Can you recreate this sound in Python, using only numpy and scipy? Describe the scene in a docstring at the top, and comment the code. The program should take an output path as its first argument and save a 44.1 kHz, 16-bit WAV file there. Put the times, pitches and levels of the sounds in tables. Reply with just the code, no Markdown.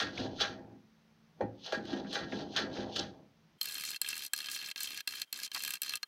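"""Hand tools work a block of wood clamped in a bench vise. First come heavy strokes to and fro, dull
and roomy: the steel bites, rings and shakes the bench, and once the tool knocks on the block.
Then, from about 3.6 s, close and dry, a file chatters over the wood in short strokes, its teeth
slipping some seventy times a second and ringing its own modes. Along the way the wood catches and
tears with a hiss, over a faint bed of room tone."""
import sys
import numpy as np
from scipy import signal
from scipy.fft import rfft, irfft
from scipy.io import wavfile
from scipy.ndimage import uniform_filter1d

SR = 44100
rng = np.random.default_rng(int(sys.argv[2]) if len(sys.argv) > 2 else 0)


def log_audio(samples):
    """Write samples as a 16-bit WAV file to the path given in sys.argv[1]."""
    # one column per channel
    frames = np.atleast_2d(samples).T
    # limit to full scale, then quantise
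    limited = np.clip(frames, -1, 1)
    pcm = np.round(limited * 32767).astype(np.int16)
    wavfile.write(sys.argv[1], SR, pcm)


N = 267687
T = np.arange(N) / SR

# Heavy passes over the block; decay_s is the t60 of bench and rumble, the block dies a little sooner:
# full_speed_s, hold_s, hiss_db, ring_db, block_db, bench_db, rumble_db, bench_lag_s, decay_s
HEAVY_PASSES = [(0, 0.0016, -32, -33.5, -44.5, -42.5, -55, 0.023, 0.86),
                (.175, 0.067, -47, -51.5, -45.5, -44, -49, 0.0088, 1.04),
                (0.408, .014, -32.5, -34.5, -47, -47, -55.5, 0.082, 1.3),
                (1.409, .01, -78, -57, -47.5, -36, -48.5, 0.016, 0.18),
                (1.654, 0.055, -48.5, -55.5, -53.5, -44, -59.5, .11, 0.63),
                (1.882, 0.091, -51, -55, -46, -43.5, -61, 0.03, 0.97),
                (2.131, 0.038, -42.5, -46, -47.5, -44.5, -54.5, 0.08, 1.2),
                (2.328, 0.083, -49.5, -56.5, -46.5, -44.5, -60.5, .004, 0.88),
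                (2.567, 0.011, -37.5, -34.5, -44.5, -44.5, -55.5, 0.044, 1.8),
                (2.753, 0.073, -49.5, -52.5, -46, -53, -58, 0.012, 1.65),
                (2.964, 0.046, -42, -49.5, -47, -44.5, -48.5, .02, 0.17)]
# Steel biting or landing on the wood, with relative levels and a decay that each layer scales:
# start_s, hiss_db, ring_db, block_db, bench_db, rise_s, decay_s
STEEL_BITES = [(0.0034, -28, -51, -34.5, -43, 0.0039, 0.097),
               (0.1909, -65, -52.5, -37, -25.5, 0.0016, 0.13),
               (0.4052, -24, -36, -22.5, -32.5, 0.0034, 0.13),
               (1.4049, -45.5, -35, -21.5, -51, 0.0057, 0.13),
               (1.6604, -29.5, -54, -45, -62, 0.0018, 0.088), (1.717, -29, -27.5, -29, -41, 0.007, 0.29),
               (1.8503, -36.5, -43, -58, -72, 0.0042, 0.035), (1.9264, -35, -33, -39, -25.5, 0.0038, 0.067),
               (2.0427, -55, -44.5, -39, -35, 0.003, 0.15), (2.127, -23.5, -49, -49, -67, 0.0028, 0.36),
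               (2.153, -44, -27, -33.5, -55, 0.0021, 0.32), (2.323, -78, -39, -29, -24, 0.0035, 0.12),
               (2.5621, -20, -47, -29, -35.5, 0.0013, 0.23), (2.7731, -61, -50, -40, -28.5, 0.0049, 0.27),
               (2.958, -19, -39, -39, -34, 0.0032, 0.13), (2.993, -55, -42, -27, -60, 0.0039, 0.072)]
# Resonances of the heavy tool, the bench and the file: pitch_hz, width_hz, level_db
STEEL_MODES = [(807, 18, 2), (1375, 28, -3), (1530, 30, -5), (1640, 36, 1), (1755, 25, -6), (1850, 18, -2),
               (1980, 20, -9), (2380, 40, -13), (2920, 50, -8), (3085, 40, -1), (3400, 70, 0),
               (3630, 60, -9), (3945, 35, -1), (4178, 45, -1), (4430, 50, -7), (4610, 35, -6),
               (5140, 60, -13), (5710, 60, -17), (5960, 90, -16), (6180, 90, -14), (7210, 68, -28),
               (8140, 80, -31)]
BENCH_MODES = [(83, 16, -4), (111, 20, -3), (179, 20, 0), (211, 18, 3), (257, 18, 2), (282, 16, 5),
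               (339, 28, 2), (400, 28, 1), (452, 24, -1), (512, 24, 0), (641, 35, -1)]
FILE_MODES = [(1235, 40, -13), (1650, 90, -7), (2685, 95, -2.5), (3160, 105, -2.5), (4215, 110, 4.5),
              (4960, 190, -8), (5960, 170, -8), (7680, 110, -7), (7980, 90, -13), (8800, 130, -14),
              (9610, 100, -11), (9860, 120, -10), (11500, 90, -14), (12080, 140, -6), (15000, 300, -23)]
# Broad tone colour between the resonances: frequency_hz, level_db
HEAVY_COLOUR = [(25, -26), (100, -5), (270, -3), (550, -3), (800, -3.5), (1000, -12.5), (1600, -7.5),
                (2200, -16.5), (3000, -7), (4100, -6), (6600, -19), (7000, -34), (9000, -43.5),
                (16000, -49)]
FILE_COLOUR = [(25, -28), (270, -14), (624, -23.5), (1400, -15), (2000, -10), (2450, -5), (2900, -12),
               (3600, -4.5), (4600, -2.5), (6500, -8), (10800, -10), (12300, -5.5), (13300, -16),
               (15700, -19.5)]
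# The tool's one knock on the block: start_s, level_db, pitch_hz, t60_s
TOOL_KNOCK = (1.4062, -23, 520, .035)
# Strokes of the file: land_s, lift_s, rasp_db, treble_offset_db, dip_before_grip_db
FILE_STROKES = [(3.608, 3.982, -46.5, -7.5, -10), (4.013, 4.291, -47, -8.5, -10),
                (4.332, 4.734, -47.5, -11.5, -6), (4.761, 5.023, -48, -10.5, -2),
                (5.073, 5.252, -47, -10.5, -3), (5.326, 5.491, -47.5, -10, -4),
                (5.507, 5.785, -46, -9.5, -31), (5.818, 5.989, -46.5, -12, -6), (6.022, 6.055, -71, -3, 3)]
# Strongest slips of the teeth: start_s, bright_ring_db, low_ring_offset_db, treble_offset_db
STRONG_SLIPS = [(3.6125, -28, -5, -3.5), (3.6276, -37.5, -15, 2.5), (3.6534, -34.5, -8, 2),
                (3.6838, -40, -15, 5), (3.72, -42, -16, 1), (3.7411, -41.5, -6, 8), (3.7507, -36, -2, -8),
                (3.779, -39.5, 1.5, 3), (3.8066, -34, -8, -1), (3.8348, -35.5, -1.5, -3),
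                (3.849, -36, -14, 3), (3.8867, -37, -4, -5), (3.9022, -35, -6, 2.5), (3.912, -35, -6, -5),
                (3.9296, -39, 1, -11), (3.959, -34.5, -6, -5), (4.0152, -30.5, -2, 10),
                (4.0436, -39.5, 2, -16), (4.0855, -28.5, -10, -2.5), (4.1003, -36, -2, -7),
                (4.126, -38, 4.5, -3), (4.1638, -40, 2, 1), (4.1766, -37, -9, -3), (4.2336, -44, -1, 4),
                (4.247, -41.5, -2, 5), (4.2612, -34.5, -28, -2), (4.3341, -26, -4.5, 2.5),
                (4.3604, -41, -19, 4), (4.375, -38.5, -5, 1), (4.3855, -34, -1.5, -4),
                (4.4012, -39.5, 3, 0), (4.4412, -34, -6.5, -11), (4.457, -36, -8, -8), (4.4833, -39, 5, -8),
                (4.5126, -34, -10, -1), (4.5593, -40.5, 5, 2), (4.587, -38.5, -5, -4), (4.6117, -41, 1, -9),
                (4.6739, -49, 4.5, -28), (4.7106, -37, 0, -4), (4.7595, -34.5, 1, -9),
                (4.7761, -35, -5, -10), (4.803, -30.5, -8.5, -1.5), (4.8298, -40.5, -3, 9),
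                (4.841, -36, -4, -8), (4.8703, -39.5, 2, 0.5), (4.903, -43.5, 6, 2), (4.9428, -43.5, 2, 0),
                (4.9728, -35.5, -3.5, -2), (5.0028, -37, 1.5, -2), (5.0747, -27, -4, -4),
                (5.1515, -45.5, 5, 5.5), (5.215, -32.5, -4, -2), (5.327, -32, -2.5, 2.5),
                (5.3589, -34.5, -14, -20), (5.4304, -38, -4, 1), (5.4453, -36, -22, 1),
                (5.5158, -37.5, -1.5, -11), (5.5448, -28.5, -9, -4), (5.59, -41, -16, -3),
                (5.62, -37, -22, 0), (5.6341, -32, -8, -0.5), (5.6466, -32.5, -2, -4), (5.6747, -31, -1, 2),
                (5.7036, -39, 5.5, 7.5), (5.735, -31.5, -3, -0.5), (5.752, -38.5, -3.5, 0),
                (5.8179, -29.5, -7, 2), (5.8322, -34, -5, -1), (5.8599, -45, 7.5, 7), (5.877, -39, -5, -21),
                (5.8918, -33.5, -2.5, -3), (5.9343, -35.5, 4, .5), (5.953, -32, -7, 1),
                (6.0296, -29, -5.5, -10.5)]
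# Wood catching and tearing: start_s, length_s, level_db, centre_hz, width_octaves
WOOD_CATCHES = [(0.175, 0.0076, -41, 2300, 0.35), (2.32, 0.011, -44, 1940, 0.62),
                (2.771, 0.0061, -46, 1930, 0.6), (2.99, 0.012, -33.5, 4300, 0.37),
                (3.85, 0.058, -46, 5970, 0.52), (4.091, 0.035, -45.5, 4760, 0.53),
                (4.499, 0.075, -44, 5500, 1), (4.805, 0.067, -44.5, 5100, 0.81),
                (5.424, 0.047, -42.5, 4700, 0.6), (5.551, 0.028, -41.5, 1480, 0.81)]
# Reverb time of the workshop: frequency_hz, t60_s
SHOP_DECAY = [(100, 0.81), (700, 0.46), (1800, 0.033), (5000, 0.28)]
# Colour of the room tone, far and close: frequency_hz, level_db
FAR_ROOM_COLOUR = [(25, -32.5), (70, -14), (130, -14.5), (250, -16), (600, -21.5), (1500, -25),
                   (3000, -28.5), (6200, -33), (7000, -43.5), (9000, -46.5), (16000, -44.5)]
NEAR_ROOM_COLOUR = [(25, -46), (100, -25.5), (300, -21), (550, -21.5), (1500, -17.5), (3200, -17),
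                    (7000, -27), (15000, -26)]
# Wavering low tones far off, a faint whistle up close: pitch_hz, width_hz, level_db
FAR_HUMS = [(161, 26, -71.5), (219.6, 6.1, -71.5)]
NEAR_WHISTLE = [(3170, 70, -77)]

HEAVY_LIFTS_S = [0.764, 3.24]  # the heavy tool leaves the block
SLIPS_PER_S, GRIP_S = 70, 0.033  # pace of the chatter; time for the teeth to take hold
CLOSE_UP_S = 3.58


def heavy_strokes():
    """Sliding and biting steel drives six layers: hiss, ring, block, bench, rumble and top air."""
    edges_hz = [1, 145, 400, 1050, 2450, 6900, 30000]
    layer_bands = [4, 3, 2, 1, 0, 5]
    modes = STEEL_MODES + BENCH_MODES
    free_body = resonator(modes, HEAVY_COLOUR, -4.5, edges_hz)[layer_bands]
    pressed_body = resonator(modes, HEAVY_COLOUR, -1, edges_hz)[layer_bands]  # on wood it rings less
    slide = pass_envelopes() * grit(6, coarse_db=4.5, clump_db=2, clump_s=.008)
    strokes = (excite(free_body, bites()) + excite(pressed_body, slide)).sum(0) + tool_knock()
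    return strokes + amp(-12) * shop_reverb(strokes)


def pass_envelopes():
    """Gains of the six sliding layers: the steel speaks quickly, the wood lags and lingers."""
    approach_db, top_air_db = -42.5, -65.5
    cut_db_s, wood_rise_db_s, hiss_fall_db_s, lift_db_s = 899, 651, 252.5, 300
    power = np.zeros((5, N))
    for start, hold, hiss_db, ring_db, block_db, bench_db, rumble_db, lag, decay in HEAVY_PASSES:
        # A soft slide swells slowly; the cut itself sets in fast.
        approach = swell(start, hold, min(hiss_db, approach_db), 278, hiss_fall_db_s)
        hiss = np.maximum(approach, swell(start, hold, hiss_db, cut_db_s, hiss_fall_db_s))
        ring = swell(start + .0018, hold, ring_db, cut_db_s, fall_db_s=209)
        ring_tail = swell(start, hold, ring_db - 18, cut_db_s, fall_db_s=89)
        block = swell(start + .004, hold, block_db, wood_rise_db_s, 75 / decay)
        bench = swell(start + lag, hold, bench_db, wood_rise_db_s, 60 / decay)
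        rumble = swell(start + lag, hold, rumble_db, wood_rise_db_s, 60 / decay)
        lift_s = min(s for s in HEAVY_LIFTS_S if s > start)
        lift_fade = amp(-lift_db_s * np.maximum(T - lift_s, 0)) ** 2
        power += lift_fade * [hiss, ring + ring_tail, block, bench, rumble]
    gains = np.sqrt(power)
    top_air = amp(top_air_db) * (gains[0] / amp(approach_db)) ** 1.2  # swings wider than the hiss
    return np.vstack([gains, top_air])


def bites():
    """Each bite of the steel is one blow inside a burst of grit, across the six layers."""
    power, blows = np.zeros((2, 6, N))
    tightness = np.array([[1.4], [1], [.9], [.8], [.8], [1.8]])  # high layers die sooner
    for start, hiss_db, ring_db, block_db, bench_db, rise, decay in STEEL_BITES:
        layer_db = np.array([hiss_db, ring_db, block_db, bench_db, bench_db - 12.5, hiss_db - 17.5])
        gain = amp(layer_db - 10)[:, None]
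        add(power, start, (gain * burst(rise, decay) ** tightness) ** 2)
        add(blows, start + rise, gain * amp(17.5))
    return np.sqrt(power) * grit(6, coarse_db=1, clump_db=3.5, clump_s=.011) + blows


def tool_knock():
    """The tool knocks on the block: one short, damped tone."""
    start, level_db, pitch_hz, t60 = TOOL_KNOCK
    envelope = amp(level_db) * burst(.002, t60)
    out = np.zeros(N)
    add(out, start, envelope * np.sin(2 * np.pi * pitch_hz * T[:len(envelope)]))
    return out


def file_strokes():
    """Rasp and slipping teeth drive the file in four layers: wood knock, low ring, bright ring, treble."""
    landings, lifts, stroke_db, treble_db, dip_db = np.transpose(FILE_STROKES)
    stroke = np.maximum(np.searchsorted(landings, T) - 1, 0)
    loose = np.clip(1 - (T - landings[stroke]) / GRIP_S, 0, 1)
    rasp_db = stroke_db[stroke] + dip_db[stroke] * loose + contact_db(landings, lifts, fade_s=.038)
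    layer_db = np.array([rasp_db - 13.5, rasp_db - 8, rasp_db - 5.5, rasp_db + treble_db[stroke]])
    rasp = amp(layer_db + 1.2) * grit(4, coarse_db=-2, clump_db=3.5, clump_s=.0036)
    chatter, snaps = tooth_slips(landings, layer_db)
    edges_hz = [800, 2200, 3600, 7000, 30000]
    ring = excite(resonator(FILE_MODES, FILE_COLOUR, -8, edges_hz), chatter + snaps)
    rub = excite(resonator(FILE_MODES, FILE_COLOUR, -3.5, edges_hz), rasp)
    low_body = resonator(FILE_MODES, FILE_COLOUR, 0, [1, 800])[0]
    bench_thud = excite(low_body, rasp[1] * amp(-14) + snaps[0] * amp(-10))
    # The ring cuts off abruptly at each stroke's end.
    stroke_gate = amp(contact_db(landings - .01, lifts + .0026, fade_s=.015))
    return (ring + rub).sum(0) * stroke_gate + bench_thud


def tooth_slips(landings, layer_db):
    """Gritty chatter and snaps of steel meeting wood; weak slips fill the gaps between strong ones."""
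    power, snaps = np.zeros((2, 4, N))
    scatter = rng.standard_normal((len(STRONG_SLIPS), 12, 5))
    tightness = np.array([[.9], [1], [1.1], [1.4]])

    def slip(start, level_db, rise_s, decay_s):
        """Adds the power of one slip; its treble dies sooner."""
        add(power, start, (amp(level_db)[:, None] * burst(rise_s, decay_s) ** tightness) ** 2)

    next_starts = [row[0] for row in STRONG_SLIPS[1:]] + [N / SR]
    for (start, bright_db, low_db, treble_db), next_s, jitter in zip(STRONG_SLIPS, next_starts, scatter):
        slip_db = bright_db + np.array([low_db - 6.5, low_db, 0, treble_db])
        on_landing = abs(landings - start).min() < .015
        rise_s, decay_s, snap_db = (.0009, .017, 13) if on_landing else (.0028, .02, 1.5)
        slip(start, slip_db, rise_s, decay_s)
        add(snaps, start + .0004, amp(slip_db + snap_db)[:, None])
        gap_s = next_s - start
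        steps = min(round(gap_s * SLIPS_PER_S), 12)
        for k in range(1, steps):
            weak_s = start + gap_s * k / steps + .002 * jitter[k, 0]
            weak_db = layer_db[:, round(weak_s * SR)] + 11 + 2.9 * jitter[k, 1:]
            slip(weak_s, weak_db, rise_s=.002, decay_s=.023)
    return np.sqrt(power) * grit(4, coarse_db=3, clump_db=3.1, clump_s=.00038), snaps


def wood_catches():
    """The wood catches and tears in short swells of broad hiss."""
    out = np.zeros(N)
    hz = np.fft.rfftfreq(4096, 1 / SR)
    for start, length_s, level_db, centre_hz, octaves in WOOD_CATCHES:
        band = np.exp(-.5 * (np.log2((hz + 1) / centre_hz) / octaves) ** 2)
        hiss = shaped_noise(band, 4096)[:round(length_s * SR)]
        add(out, start, amp(level_db) * hiss * signal.windows.tukey(len(hiss), .5))
    return out


def shop_reverb(sound):
    """Sparse workshop reflections of random sign, each band dying at its own speed."""
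    taps = np.zeros(SR)
    arrivals = np.arange(200, SR - 20, 20) + rng.integers(0, 20, (SR - 201) // 20)
    taps[arrivals] = rng.choice([-1., 1.], arrivals.shape)
    hz, t, bands = signal.stft(taps, SR, nperseg=256)
    decay = amp(-60 * t / curve(SHOP_DECAY, hz)[:, None])
    tail = signal.istft(bands * decay, SR, nperseg=256)[1]
    return excite(tail / np.linalg.norm(tail), sound)


def room_tone(colour, tones, level_db):
    """A steady bed of air with fuzzy tones of narrow noise."""
    hz = np.fft.rfftfreq(N, 1 / SR)
    bed = amp(level_db) * shaped_noise(amp(curve(colour, hz)), N)
    for pitch_hz, width_hz, tone_db in tones:
        bed += amp(tone_db) * shaped_noise(peak(hz, pitch_hz, width_hz), N)
    return bed


def resonator(modes, colour, colour_db, edges_hz):
    """A body's modes over its broad colour: one impulse response of unit energy for each band."""
    hz = np.fft.rfftfreq(8192, 1 / SR)
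    power = amp(curve(colour, hz) + colour_db) ** 2
    for pitch_hz, width_hz, level_db in modes:
        power += amp(level_db) ** 2 * peak(hz, pitch_hz, width_hz) ** 1.5
    responses = []
    for low, high in zip(edges_hz, edges_hz[1:]):
        band = 1 / (1 + (low / (hz + 1)) ** 24) / (1 + (hz / high) ** 24)
        cepstrum = irfft(.5 * np.log(power * band + 1e-14))
        cepstrum[1:4096] *= 2  # minimum phase: the ring follows the hit
        cepstrum[4097:] = 0
        taps = irfft(np.exp(rfft(cepstrum)))[:4096]
        responses.append(taps / np.linalg.norm(taps))
    return np.array(responses)


def excite(response, drive):
    """Plays a drive through an impulse response, layer by layer."""
    return signal.fftconvolve(drive, response, axes=-1)[..., :N]


def grit(layers, coarse_db, clump_db, clump_s):
    """Tearing fibres: noise whose grains vary in size and come in clumps."""
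    clumps = unit_rms(uniform_filter1d(rng.standard_normal((layers, N)), round(clump_s * SR), axis=1))
    noise = rng.standard_normal((layers, N))
    return unit_rms(noise * amp(coarse_db * rng.standard_normal(N) + clump_db * clumps))


def contact_db(landings, lifts, fade_s):
    """Stroke envelope: 0 dB during each stroke, a fade at its end, silence in between."""
    out = np.full(N, -130.)
    for start, end in zip(landings, lifts):
        touching = (T >= start) & (T <= end)
        out[touching] = 20 * np.log10(np.clip((end - T[touching]) / fade_s, 1e-4, 1))
    return out


def swell(peak_s, hold_s, level_db, rise_db_s, fall_db_s):
    """Power envelope that climbs, holds and sinks at steady dB rates."""
    rise_db = rise_db_s * np.maximum(peak_s - T, 0)
    fall_db = fall_db_s * np.maximum(T - peak_s - hold_s, 0)
    return amp(level_db - rise_db - fall_db) ** 2


def burst(rise_s, t60_s):
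    """Envelope of a short scrape: curved attack, exponential decay."""
    t = np.arange(round(min(rise_s + t60_s, .4) * 1.6 * SR)) / SR
    return np.clip(t / rise_s, 0, 1) ** 2 * amp(-60 * np.maximum(t - rise_s, 0) / t60_s)


def shaped_noise(spectrum, samples):
    """Noise of rms 1 coloured by a spectrum."""
    return unit_rms(irfft(rfft(rng.standard_normal(samples)) * spectrum, samples))


def peak(hz, pitch_hz, width_hz):
    """A resonance peak of height 1."""
    return 1 / (1 + (2 * (hz - pitch_hz) / width_hz) ** 2)


def curve(points, hz):
    """Interpolates a table on a log frequency axis."""
    points_hz, values = np.transpose(points)
    return np.interp(np.log(hz + 1), np.log(points_hz + 1), values)


def add(mix, start_s, sound):
    """Lays a sound into the mix."""
    part = mix[..., round(start_s * SR):][..., :sound.shape[-1]]
    part += sound[..., :part.shape[-1]]


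def amp(db):
    """Decibels to gain."""
    return 10 ** (np.asarray(db) / 20)


def unit_rms(x):
    """Scales to rms 1."""
    return x / np.sqrt(np.mean(x ** 2) + 1e-20)


def scene():
    """Distant heavy strokes cut to close filing, each over its own room tone."""
    far = heavy_strokes() + room_tone(FAR_ROOM_COLOUR, FAR_HUMS, level_db=-71)
    near = file_strokes() + room_tone(NEAR_ROOM_COLOUR, NEAR_WHISTLE, level_db=-73)
    crossfade = np.clip((T - CLOSE_UP_S) / .0042, 0, 1)
    return ((1 - crossfade) * far + crossfade * near + wood_catches())[None]


def record(dry):
    """A steep high cut at 15.9 kHz."""
    high_cut = signal.firwin(511, 15900, window=("kaiser", 9), fs=SR)
    return signal.oaconvolve(dry, high_cut[None], "same")


dry = scene()
out = record(dry)
log_audio(out)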